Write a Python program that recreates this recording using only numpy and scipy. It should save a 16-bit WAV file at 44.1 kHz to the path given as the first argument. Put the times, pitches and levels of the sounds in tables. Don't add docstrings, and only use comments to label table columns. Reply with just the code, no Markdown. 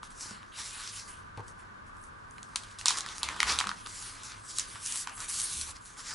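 import sys
import numpy as np
from scipy import signal
from scipy.fft import rfft, irfft, next_fast_len
from scipy.io import wavfile
from scipy.ndimage import uniform_filter1d, map_coordinates

SR = 44100
rng = np.random.default_rng(int(sys.argv[2]) if len(sys.argv) > 2 else 0)


def amplitude_ratio(level_db):
    exponent = np.asarray(level_db, float) / 20
    return 10 ** exponent


def generate_wav(signal):
    frames = np.transpose(np.atleast_2d(signal))
    scaled = np.clip(frames, -1, 1) * 32767
    pcm = np.round(scaled).astype(np.int16)
    wavfile.write(sys.argv[1], SR, pcm)


N = 270774

# pitch_hz, level_db (per Hz)
HUSH_SHARED = [(15, -32), (25, 0.5), (40, -3), (60, -5), (92, -5.5), (125, -10.5), (214, -11), (298, -15),
               (365, -17), (786, -22.5), (1180, -8.5), (1310, -13.5), (1530, -9), (2020, -25), (11200, -44),
               (14600, -76), (22000, -120)]
# pitch_hz, level_db (per Hz)
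HUSH_OPPOSITE = [(15, -61), (25, -31), (97, -16.5), (237, -16.5), (306, -14), (347, -21), (385, -14),
                 (484, -19), (871, -17), (1010, -2.5), (1380, -19), (1490, -8), (1740, -14), (1970, -24),
                 (11200, -51), (14600, -89), (22000, -120)]
# pitch_hz, width_hz, level_db, left_lead_rad
FAN_WHIRS = [(1194, 41, -64.5, 0.99), (1509, 55, -67.5, -0.85), (102.6, 14.3, -63, -0.088)]
# pitch_hz, time_to_fall_60_db_s
ROOM_DECAY = [(500, 0.52), (2000, 0.11), (5000, 0.17), (10000, 0.061)]
# pitch_hz, width_hz, level_db
WOOD_MODES = [(219, 90, -6.5), (417, 270, -1), (670, 240, -3.5), (920, 130, 3.5)]
# start_s, level_db, pitch_hz, time_to_fall_60_db_s, rise_s, wood_db
KNOCKS = [(.255, -48.5, 110, 0.062, 0.005, 3.5), (0.31, -38, 205, 0.06, 0.0011, -8),
          (1.375, -33.5, 112, 0.059, 0.0018, -4), (1.384, -41, 111, 0.057, 0.0018, -2),
          (1.394, -36.5, 104, 0.064, .002, -4.5), (1.403, -45.5, 105, 0.12, 0.0026, 6),
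          (1.52, -46, 90, 0.12, 0.0043, -16), (2.899, -45, 133, 0.1, .005, -4),
          (3.24, -37.5, 70, 0.26, 0.039, -5.5), (3.431, -37, 59.7, 0.26, 0.018, -31),
          (3.511, -36, 69.6, .3, 0.024, -25), (3.66, -39.5, 199, 0.15, 0.0042, -8),
          (5.559, -37.5, 72, 0.36, 0.029, -30)]
ZONE_CENTRES = [1160, 3000, 5550, 9700]
# time_s, flap_db, body_db, rasp_db, sheen_db
SLIDING = [(0.0, -53, -74, -81, -70), (0.016, -66, -82, -87, -82), (0.032, -46, -57, -60, -59),
           (0.048, -72, -56, -58, -58), (0.094, -74.5, -70, -74, -71), (0.106, -57, -60, -64, -54),
           (0.142, -64, -69, -64, -65), (0.224, -54, -55, -41, -45.5), (0.356, -58.5, -54, -59, -58),
           (0.414, -53, -62, -64, -69), (0.5, -67, -67, -67, -68), (0.51, -53, -81, -64, -74.5),
           (0.522, -72, -47, -68, -62), (0.582, -48.5, -53, -43, -49), (0.7, -53.5, -48.5, -43.5, -43.5),
           (0.764, -52.5, -47.5, -54, -49), (0.902, -57, -51.5, -42, -52.5), (0.922, -72, -49, -55, -49),
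           (0.932, -58, -50, -51, -49), (0.974, -64, -48, -43, -46.5), (0.988, -55, -49.5, -44.5, -49),
           (1.022, -60, -59, -48.5, -52.5), (1.116, -59, -58, -62, -53), (1.138, -69, -59, -65, -58),
           (1.3, -61, -77, -77, -80), (1.33, -70, -82, -88, -82), (1.36, -64, -76, -75, -84),
           (1.372, -56, -62, -71, -71), (1.408, -59, -70, -73, -81), (1.486, -58, -72, -64, -59.5),
           (1.564, -62, -78, -75, -73), (1.61, -56, -72, -74, -65), (1.64, -62.5, -77, -78, -78),
           (1.858, -61.5, -87, -80, -81), (1.868, -62, -90, -68, -65.5), (1.926, -60, -86, -78, -80),
           (2.046, -61, -83, -73, -58.5), (2.112, -55, -82, -75, -76), (2.298, -59, -77, -79, -75),
           (2.308, -58, -79, -76, -64), (2.53, -59, -69, -67, -69), (2.56, -50, -72, -64, -66),
           (2.642, -52.5, -55.5, -56.5, -56), (2.758, -63, -61.5, -63, -65), (2.864, -50, -59, -57, -58),
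           (2.974, -39.5, -52, -41, -47), (3.052, -44, -49.5, -49.5, -59), (3.2, -53, -60.5, -50, -50),
           (3.22, -48, -49, -62, -60), (3.312, -46, -49, -53, -57.5), (3.426, -37, -46, -46.5, -51.5),
           (3.502, -33, -34, -30, -39), (3.57, -40, -45.5, -44, -49), (3.68, -45, -52, -64, -66),
           (3.74, -49, -56, -56, -56), (3.76, -56, -60, -59, -64), (3.8, -60, -55, -56, -55),
           (3.856, -61, -52, -62.5, -50), (3.862, -34, -49, -47, -56), (3.876, -54, -58, -51, -53),
           (3.954, -59.5, -54.5, -47.5, -47), (4.092, -52, -53.5, -50, -47.5),
           (4.222, -55, -54, -53.5, -59), (4.242, -54, -57.5, -47, -48.5), (4.35, -55, -54, -57, -64),
           (4.37, -57, -56.5, -57, -61), (4.43, -57, -64, -63, -59.5), (4.502, -60, -56, -44, -46.5),
           (4.544, -69, -60, -53, -53), (4.57, -67, -50, -42, -42), (4.65, -52, -50, -51, -51.5),
           (4.666, -59, -58, -57, -58), (4.732, -66, -52.5, -51, -44), (4.762, -47.5, -48.5, -52, -50),
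           (4.784, -63, -55, -59, -53), (4.866, -60, -49, -40, -36.5), (4.894, -49.5, -43, -44, -35),
           (5.016, -57, -53.5, -43, -39), (5.06, -56, -57, -63, -55), (5.11, -44, -57.5, -67, -63),
           (5.168, -66, -60, -65, -43), (5.176, -50, -56, -56, -51), (5.246, -50, -49.5, -50, -43),
           (5.272, -57, -58, -59, -56), (5.29, -51, -49.5, -43.5, -34), (5.38, -54, -48.5, -39.5, -37.5),
           (5.446, -53, -43.5, -40, -31.5), (5.49, -54, -49.5, -43, -41), (5.6, -62, -48, -41.5, -37),
           (5.62, -62, -48.5, -40, -36.5), (5.658, -59, -60, -51, -51), (5.712, -47, -52, -46, -44.5),
           (5.73, -69, -62, -63, -61), (5.768, -54, -60, -50.5, -62), (5.794, -68, -69, -74, -66),
           (5.86, -66, -68, -58, -56), (5.968, -57, -60, -57, -58.5), (5.984, -48.5, -59, -47.5, -49),
           (6.03, -58, -59, -49.5, -54.5), (6.14, -48.5, -49.5, -42, -49.5)]
# start_s, peak_db, ring_hz, flap_db, sheen_db, after_crackle_db
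SNAPS = [(0.0307, -36, 2830, 4, -16, -22), (0.1057, -47, 3180, -14, -8, -18),
         (0.3087, -36.5, 5610, -4, -19, -23), (0.4297, -39.5, 2060, -14, -27, -18),
         (1.3737, -41, 2900, -12, -23, -21), (1.481, -37.5, 5870, -10, -16, -16),
         (1.5962, -50, 2030, -9, -9, -18), (1.968, -51, 6290, 0, -12, -14),
         (2.0387, -44, 6280, -6, -7, -14), (2.3098, -48, 6000, -12, 0, -24),
         (2.382, -37.5, 2000, -2, -18, -16), (2.4299, -31.5, 3900, -13, -3, -26),
         (2.5586, -14.5, 5070, -14.5, -24, -20.5), (2.561, -20.5, 3240, -11, -19, -18),
         (2.6354, -35.5, 3000, -11, -7, -20), (2.7133, -43, 4020, -9, -20, -18),
         (2.7871, -32, 5200, -16, -6, -4), (2.8122, -28.5, 2680, -18, -13, -21),
         (2.8575, -10.5, 4100, -14, -11.5, -10.5), (2.8823, -7.5, 5460, -15, -33, -22.5),
         (2.886, -15, 3880, -21, -18, -6), (2.906, -16, 3260, -6.5, -20, -12),
         (2.972, -22, 5340, -12, -16, -7), (2.9852, -22, 5120, -12, -10, -25),
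         (3.0068, -20, 5220, -15, -20, -24), (3.0621, -24.5, 4580, -3.5, -30, -17),
         (3.0875, -26, 3940, -13, -22, -21), (3.2311, -13.5, 3470, -12, -15, -14.5),
         (3.2876, -20, 2500, -7, -27, -18), (3.3637, -38.5, 2500, 7, 0, -18),
         (3.403, -9, 2140, -21, -38, -16), (3.4296, -26, 2360, -1, -9, -22),
         (3.4298, -10, 2120, -6.5, -23, -22), (3.5215, -22, 4430, -18, -18, -18),
         (3.5882, -11.5, 3480, -15, -14, -14), (3.6024, -17, 3290, -8, -16, -18),
         (3.6105, -23, 3420, 7, -21, -18), (3.6412, -34, 2720, 9.5, -19, -18),
         (3.652, -38, 3890, -6, -23, -20), (3.6703, -21, 3560, -1.5, -33, -16),
         (3.6917, -20.5, 3230, -1.5, -23, -17), (3.7147, -33, 2300, 9, -18, -18),
         (3.8615, -30, 3930, -19, -18, -20), (4.2336, -37, 6300, -18, -8, -18),
         (4.3194, -34.5, 4040, -16, -17, -14), (4.585, -16, 3980, -22, -2, -15),
         (4.5957, -18.5, 6000, -25, -6, -14), (4.5996, -28, 6170, -20, -11, -18),
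         (4.7562, -33, 3070, -2, -21, -18), (4.8609, -24, 6600, -34, -7, -15),
         (4.8724, -31, 6300, -37, -9, -18), (4.9228, -22.5, 6500, -33, -13, -16),
         (4.9727, -29, 5900, -36, -1, -22.5), (5.0729, -23, 2520, -3, -29, -17),
         (5.0949, -34, 6500, -1, -16, -16), (5.2033, -29.5, 6200, -10, -5, -18),
         (5.4165, -24, 5670, -30, -4, -18), (5.6123, -24, 5000, -35, -9, -19),
         (5.707, -35, 4480, -19, -11, -18)]


def unit(x):
    return x / np.sqrt(np.mean(x ** 2) + 1e-20)


def peaked(x):
    return x / abs(x).max()


def along(points, hz):
    point_hz, value = np.transpose(points)
    return np.interp(np.log(hz + 1), np.log(point_hz + 1), value)


def wobble(rate):
    knots = rng.standard_normal(int(N * rate / SR) + 4)
    return map_coordinates(knots, [np.arange(N) * rate / SR])


def filtered(x, response):
    n = x.shape[-1]
    m = next_fast_len(n + 4096)
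    hz = np.fft.rfftfreq(m, 1 / SR)
    return irfft(rfft(x, m) * response(hz), m)[..., :n]


def mode(f, hz, width):
    return 1j * f * width / (hz * hz - f * f + 1j * f * width + 1e-9)


def grit(n, spiky_db):
    return unit(rng.standard_normal(n) * amplitude_ratio(spiky_db * rng.exponential(size=n)))


def hush():
    shared = unit(filtered(rng.standard_normal(N), lambda f: amplitude_ratio(along(HUSH_SHARED, f))))
    opposite = unit(filtered(rng.standard_normal(N), lambda f: amplitude_ratio(along(HUSH_OPPOSITE, f))))
    level_db = -54.5 + 0.95 * wobble(3.42)
    air = amplitude_ratio(level_db) * (shared + amplitude_ratio(2) * np.array([opposite, -opposite]))
    for hz, width, db, lead in FAN_WHIRS:
        turn = np.exp(0.5j * lead * np.array([[1], [-1]]))
        whir = filtered(rng.standard_normal((1, N)), lambda f: turn * mode(f, hz, width) ** 2)
        air += amplitude_ratio(db + 1.1 * wobble(4.27)) * unit(whir)
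    return air


def room(x):
    hz, t, z = signal.stft(rng.standard_normal((2, SR // 3)), SR, nperseg=256)
    fade = amplitude_ratio(-60 * t / along(ROOM_DECAY, hz)[:, None])
    tail = signal.istft(z * fade, SR, nperseg=256)[1]
    tail = tail / np.linalg.norm(tail[0])
    delayed = np.pad(x, (300, 0))[None]
    return signal.fftconvolve(delayed, tail, axes=1)[:, :N]


def wood(f):
    total = 0
    for k, (hz, width, db) in enumerate(WOOD_MODES):
        total = total + (-1) ** k * amplitude_ratio(db) * mode(f, hz, width)
    return total


def knocks():
    low, blows = np.zeros(N + SR), np.zeros(N + SR)
    t = np.arange(SR // 2) / SR
    for start, db, hz, t60, rise, wood_db in KNOCKS:
        i = round(start * SR)
        swing = (1 - np.exp(-t / rise)) * np.sin(2 * np.pi * hz * t)
        low[i:][:len(t)] += amplitude_ratio(db - 60 * t / t60) * swing
        scuff_db = db + wood_db + 16 - 60 * t / 0.032
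        blows[i:][:len(t)] += amplitude_ratio(scuff_db) * rng.standard_normal(len(t))
    return low[:N] + filtered(blows[:N], wood)


def thin(f):
    return 1 / (1 + (850 / (f + 1)) ** 9) + amplitude_ratio(-10.5) * np.abs(mode(f, 260, 370))


def slide():
    rubbing = grit(N, spiky_db=2.5) * amplitude_ratio(1.02 * wobble(70) + 1.63 * wobble(22))
    hz, t, z = signal.stft(rubbing, SR, nperseg=256)
    time_s, *zone_db = np.transpose(SLIDING)
    width_hz = np.array([1200, 2300, 2700, 4000])
    density = np.array([np.interp(t, time_s, d) for d in zone_db])
    density = density - 10 * np.log10(2 * width_hz / SR)[:, None]
    place = np.interp(np.log(hz + 1), np.log(ZONE_CENTRES), np.arange(4))
    grid = np.meshgrid(place, np.arange(len(t)), indexing="ij")
    colour = map_coordinates(density, grid, order=1)
    patches = uniform_filter1d(rng.standard_normal(z.shape), 4, 0)
    patches = uniform_filter1d(patches, 24, 1)
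    return signal.istft(z * amplitude_ratio(colour + 2.12 * unit(patches)), SR, nperseg=256)[1][:N]


def flap(f):
    return mode(f, 1094, 560) * mode(f, 1440, 1160)


def sheen(f):
    return mode(f, 6820, 3700) ** 2


def snaps():
    out = np.zeros(N + SR)
    t = np.arange(SR // 8) / SR
    for start, db, hz, flap_db, sheen_db, crackle_db in SNAPS:
        burst = rng.standard_normal(len(t)) * (t / 0.0007) ** 2 * np.exp(-2 * t / 0.00086)
        crack = peaked(filtered(burst, lambda f: mode(f, hz, 0.45 * hz) + amplitude_ratio(-22) * mode(f, 3300, 11000)))
        crack += amplitude_ratio(flap_db) * peaked(filtered(burst, flap))
        crack += amplitude_ratio(sheen_db) * peaked(filtered(burst, sheen))
        settle = grit(len(t), spiky_db=-0.5) * (1 - np.exp(-(t / 0.0038) ** 2)) * amplitude_ratio(-60 * t / 0.17)
        settle = filtered(settle, lambda f: mode(f, hz, 1.14 * hz) + amplitude_ratio(flap_db + 4) * flap(f)
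                          + amplitude_ratio(sheen_db - 19) * sheen(f))
        i = round(start * SR) - 12
        out[i:][:len(t)] += amplitude_ratio(db + 3) * (crack + amplitude_ratio(crackle_db) * settle)
    return out[:N]


def scene():
    sheet = filtered(slide() + snaps(), thin)
    table = knocks()
    direct = amplitude_ratio(-1.57) * sheet + table
    echoes = amplitude_ratio(-14) * room(sheet) + amplitude_ratio(-12.5) * room(table)
    return direct + echoes + hush()


def band_limit(x):
    return signal.sosfilt(signal.butter(12, 12360, fs=SR, output="sos"), x)


def record(dry):
    def edge(hz):
        return 1 / (1 + (hz / 11130) ** 220) + amplitude_ratio(-42) / (1 + (hz / 11600) ** 40)
    mix = filtered(dry, edge)
    return band_limit(mix)


dry = scene()
out = record(dry)
generate_wav(out)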